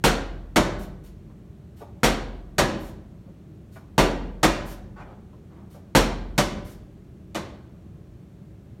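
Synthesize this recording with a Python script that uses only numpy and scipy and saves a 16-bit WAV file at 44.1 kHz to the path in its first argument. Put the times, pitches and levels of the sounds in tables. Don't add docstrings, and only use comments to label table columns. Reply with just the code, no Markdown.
import sys
import numpy as np
from scipy import signal
from scipy.fft import rfft, irfft
from scipy.io import wavfile

SR = 44100
rng = np.random.default_rng(int(sys.argv[2]) if len(sys.argv) > 2 else 0)


def output_pcm(signal):
    pcm = np.clip(np.atleast_2d(signal).T, -1, 1) * 32767
    wavfile.write(sys.argv[1], SR, np.round(pcm).astype(np.int16))


N = 388080

DECAY_TIME_S = np.arange(int(1.5 * SR)) / SR

# start_s, level_db (relative), centre_hz
RELEASES = [(1.799, -36.5, 779), (3.752, -44.5, 1450), (5.736, -44, 800)]


def from_db(db):
    return 10 ** (np.asarray(db) / 20)


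def rms_one(x):
    return x / np.sqrt(np.mean(x ** 2) + 1e-20)


def at_hz(points, hz):
    table_hz, values = np.array(points).T
    return np.interp(np.log(hz + 1e-3), np.log(table_hz), values)


def add(out, start_s, sound):
    start = max(round(start_s * SR), 0)
    out[start:start + len(sound)] += sound[:N - start]


def bandpass(x, low_hz, high_hz):
    return signal.sosfilt(signal.butter(2, [low_hz, high_hz], "band", fs=SR, output="sos"), x)


def noise(colour):
    spectrum = rfft(rng.standard_normal(N))
    gain = from_db(at_hz(colour, np.fft.rfftfreq(N, 1 / SR)))
    return rms_one(irfft(spectrum * gain, N))


def ventilation(hum_hz=183.0, hum_db=-58, rumble_db=-44.5):
    # hz, density_db_per_hz (relative)
    rumble_colour = [(26, -39), (45, -11), (70, -3.5), (210, -8), (243, -18), (326, -14), (359, -17),
                     (387, -17), (519, -29.5), (558, -24.5), (955, -39), (1030, -36), (1380, -40),
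                     (4680, -50), (15500, -58.5)]
    rumble = from_db(rumble_db) * noise(rumble_colour)
    hum = np.sqrt(2) * np.sin(2 * np.pi * hum_hz * np.arange(N) / SR)
    return rumble + from_db(hum_db) * hum


def resonate(x, modes):
    for hz, width_hz, db in modes:
        peak = signal.lfilter(*signal.iirpeak(hz, hz / width_hz, fs=SR), x)
        x = x + (from_db(db) - 1) * peak
    return x


def echoes(first_per_s=1500, fill_s=.01):
    share = np.clip(first_per_s / SR * (1 + (DECAY_TIME_S / fill_s) ** 2), 1e-3, 1)
    shape = (2, len(DECAY_TIME_S))
    strengths = rng.standard_normal(shape)
    arrives = rng.random(shape) < share
    return strengths * arrives / np.sqrt(share)


def room_response(arrivals, colour, direct, early_db, early_t60, build_s):
    # hz, t60_s
    tail_t60 = [(60, 1.3), (170, 1.1), (400, 0.81), (1000, 0.69), (2000, 0.6), (4200, 0.54), (7500, 0.38),
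                (13000, 0.25)]
    edges_hz = np.geomspace(35, 17500, 29)
    swell = 1 - .5 * np.exp(-(DECAY_TIME_S / build_s) ** 2)
    near = from_db(early_db - 60 * np.maximum(DECAY_TIME_S - 2 * build_s, 0) / early_t60)
    reflections = arrivals * swell * np.sqrt(1 + near ** 2)
    out = np.zeros(len(DECAY_TIME_S))
    for k, (low_hz, high_hz) in enumerate(zip(edges_hz, edges_hz[1:])):
        hz = np.sqrt(low_hz * high_hz)
        path = reflections[k % 2] * from_db(-60 * DECAY_TIME_S / at_hz(tail_t60, hz))
        path[0] += direct * (-1) ** k
        band = rms_one(bandpass(path, low_hz, high_hz))
        out += band * np.sqrt(high_hz - low_hz) * from_db(at_hz(colour, hz))
    return out / np.sqrt(np.sum(out ** 2))


def ring(modes, contact_s):
    waves = sum(from_db(db - 60 * DECAY_TIME_S / t60) * np.sin(2 * np.pi * hz * DECAY_TIME_S)
                for hz, db, t60 in modes)
    return waves * (1 - np.exp(-(DECAY_TIME_S / contact_s) ** 2))


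def knock(low_hz=260, high_hz=1700, settle_t60=0.062):
    grains = bandpass(rng.standard_normal(len(DECAY_TIME_S)), low_hz, high_hz)
    return rms_one(grains) * from_db(-60 * DECAY_TIME_S / settle_t60)


def chance_peaks(count=12, low_hz=504, high_hz=6050, width_hz=37, lift_db=4.5):
    places = (np.arange(count) + rng.random(count)) / count
    pitches_hz = low_hz * (high_hz / low_hz) ** places
    return [(hz, width_hz, lift_db) for hz in pitches_hz]


def tilted(colour, body_db, slap_db, body_hz=330, slap_hz=2600):
    return [(hz, level + body_db / (1 + (hz / body_hz) ** 2) + slap_db / (1 + (slap_hz / hz) ** 2))
            for hz, level in colour]


def blows(hits, colour, modes, level_db, boom_db, thud_db, knock_db, swell_s, direct, early_db, early_t60,
          ball_t60=0.16):
    # hz, level_db (relative), t60_s
    boom_modes = [(42.7, -18, 1.8), (45.7, -12.5, 0.41), (65, -31, 2.4)]
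    # hz, level_db (relative), t60_s
    thud_modes = [(151, -6.5, .12), (193.7, -6.5, 0.09), (287, -7.5, 0.03), (545, -10.5, 0.046),
                  (900, -5.5, 0.033), (1460, -8, 0.018)]
    full_blow_db = -5
    boom_growth, thud_growth = .85, 0.89
    swell_growth = 0.03
    out, spot = np.zeros(N), echoes()
    for start_s, db, body_db, slap_db, ball_hz, ball_db in hits:
        force_db = db - full_blow_db
        weight = from_db(thud_growth * force_db)
        own_colour = tilted(colour, body_db, slap_db)
        arrivals = .6 * spot + .8 * echoes()
        build_s = swell_s * from_db(swell_growth * force_db)
        response = room_response(arrivals, own_colour, direct, early_db, early_t60, build_s)
        slap = from_db(level_db) * response
        filling = weight * from_db(knock_db) * knock()
        shell = resonate(slap + filling, list(modes) + chance_peaks())
        ball = ring([(ball_hz, ball_db, ball_t60)], contact_s=0.0056)
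        thud = weight * from_db(thud_db) * ring(thud_modes, contact_s=0.0028)
        boom = from_db(boom_db + boom_growth * force_db) * ring(boom_modes, contact_s=.03)
        add(out, start_s, from_db(db) * (shell + ball + thud + boom))
    return out


def wall_blows():
    # start_s, strength_db, body_db, slap_db, dented_ball_hz, dented_ball_db (all relative)
    wall_hits = [(0.0395, -6.5, -5, 0, 313, -12.5), (2.0322, -7.5, -1, 1, 227, -3),
                 (3.9797, -6, -2, -5, 364, -13), (5.9499, -5.5, 1, 1.5, 275.4, -9.5)]
    # hz, density_db_per_hz (relative)
    wall_colour = [(40, -9.5), (80, -8), (150, -0.5), (300, -2.5), (550, -3), (900, -7.5), (1500, -10.5),
                   (2400, -13), (3800, -14.5), (6500, -19), (9000, -23.5), (12000, -26), (15500, -36.5)]
    # hz, width_hz, lift_db
    wall_modes = [(151, 18, -1.5), (193, 18, -4), (200, 50, 3), (303, 78, 4.5), (365, 32, 1),
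                  (461, 27, 3.5), (930, 63, 2.5), (1040, 60, 0), (1220, 73, -3.5), (1540, 350, 2),
                  (1810, 160, -1.5), (2070, 280, 2), (3300, 65, 2.5), (3880, 110, 0)]
    return blows(wall_hits, wall_colour, wall_modes, level_db=23.0, boom_db=2.5, thud_db=2, knock_db=-8.0,
                 swell_s=.007, direct=7.7, early_db=5.5, early_t60=0.48)


def floor_blows():
    # start_s, strength_db, body_db, slap_db, dented_ball_hz, dented_ball_db (all relative)
    floor_hits = [(0.5597, -6.5, -0.5, -1, 238.5, -4.5), (2.5824, -7.5, -0.5, 0, 279, -13.5),
                  (4.4306, -6.5, -4, -0.5, 318, -6.5), (6.3787, -9, 1.5, 4, 163, -4),
                  (7.3470, -20, -1, -1.5, 317, -2)]
    # hz, density_db_per_hz (relative)
    floor_colour = [(40, -9), (80, -5), (150, -1.5), (300, -3), (450, -3), (600, -7), (1000, -8),
                    (2000, -15), (2900, -16), (6000, -20), (9000, -26), (12000, -29.5), (15500, -42.5)]
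    # hz, width_hz, lift_db
    floor_modes = [(120, 6.5, 0), (207, 31, 6.5), (237, 9.4, -3.5), (323.9, 8, 7.5), (372, 35, 3),
                   (451, 53, -7), (587, 82, 5), (705, 31, -1), (860, 81, -1.5), (1010, 50, 1.5),
                   (1490, 70, 1.5), (1690, 130, 2), (1950, 120, 2), (2155, 97, 3.5), (3078, 290, -0.5),
                   (3650, 200, 1)]
    return blows(floor_hits, floor_colour, floor_modes, level_db=23.5, boom_db=-2.5, thud_db=-3.5,
                 knock_db=-13.5, swell_s=.0057, direct=6.9, early_db=7.5, early_t60=0.2)


def stroke(length_s, grain_db, taper=0.25):
    count = max(int(length_s * SR), 8)
    slips = rng.standard_normal(count) * from_db(grain_db * rng.standard_normal(count))
    return rms_one(slips) * signal.windows.tukey(count, taper)


def palms(lead_s=0.043, release_slide_s=0.079, release_slide_db=-60):
    # start_s, length_s, level_db (relative)
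    catches = [(0.782, 0.07, -50.5), (1.03, 0.06, -58), (2.78, 0.132, -54), (4.645, 0.1, -48.5),
               (6.635, 0.11, -53.5)]
    # hz, density_db_per_hz (relative)
    slide_colour = [(500, -17.5), (1500, 1.5), (3000, 0), (5000, 0), (8000, -3.5), (12000, -1.5),
                    (15500, -8)]
    out = np.zeros(N)
    release_slides = [(s - lead_s, release_slide_s, release_slide_db) for s, _, _ in RELEASES]
    for start_s, length_s, db in list(catches) + release_slides:
        add(out, start_s, from_db(db) * stroke(length_s, grain_db=6.0, taper=.45))
    space = room_response(echoes(), slide_colour, direct=31, early_db=4.5, early_t60=.2, build_s=.007)
    return signal.fftconvolve(out, space)[:N]


def rub(length_s, centre_hz):
    # multiple of its centre, density_db_per_hz (relative)
    rub_colour = [(.12, -2), (.5, 5.5), (1, 2), (1.5, -7.5), (2.4, -19), (5, -30), (12, -51)]
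    colour = [(centre_hz * ratio, level) for ratio, level in rub_colour]
    space = room_response(echoes(), colour, direct=27, early_db=10, early_t60=0.11, build_s=.005)
    return signal.fftconvolve(stroke(length_s, grain_db=9, taper=0.63), space)


def shoes():
    # start_s, length_s, level_db (relative), centre_hz
    scuffs = [(1.288, 0.022, -53, 1000), (3.236, .07, -52, 600), (4.949, 0.069, -42, 1236),
              (4.996, 0.022, -41.5, 1470), (5.01, .15, -48.5, 897), (5.327, 0.026, -51.5, 1000),
              (5.457, 0.21, -56, 1100)]
    out = np.zeros(N)
    for start_s, length_s, db, centre_hz in scuffs:
        add(out, start_s, from_db(db) * rub(length_s, centre_hz))
    return out


def fingers(flick_s=.026):
    out = np.zeros(N)
    for start_s, db, centre_hz in RELEASES:
        add(out, start_s, from_db(db) * rub(flick_s, centre_hz))
    return out


def scene():
    blows_heard = wall_blows() + floor_blows()
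    handling = palms() + shoes() + fingers()
    return (ventilation() + blows_heard + handling)[None]


def record(dry, ceiling=2.0, cutoff_hz=15900):
    # hz, width_hz, lift_db
    port_dips = [(4950, 450, -4), (10500, 1100, -3.5)]
    coloured = resonate(dry, port_dips)
    rounded = ceiling * np.tanh(coloured / ceiling)
    return signal.sosfilt(signal.ellip(10, .1, 80, cutoff_hz, fs=SR, output="sos"), rounded)


dry = scene()
out = record(dry)
output_pcm(out)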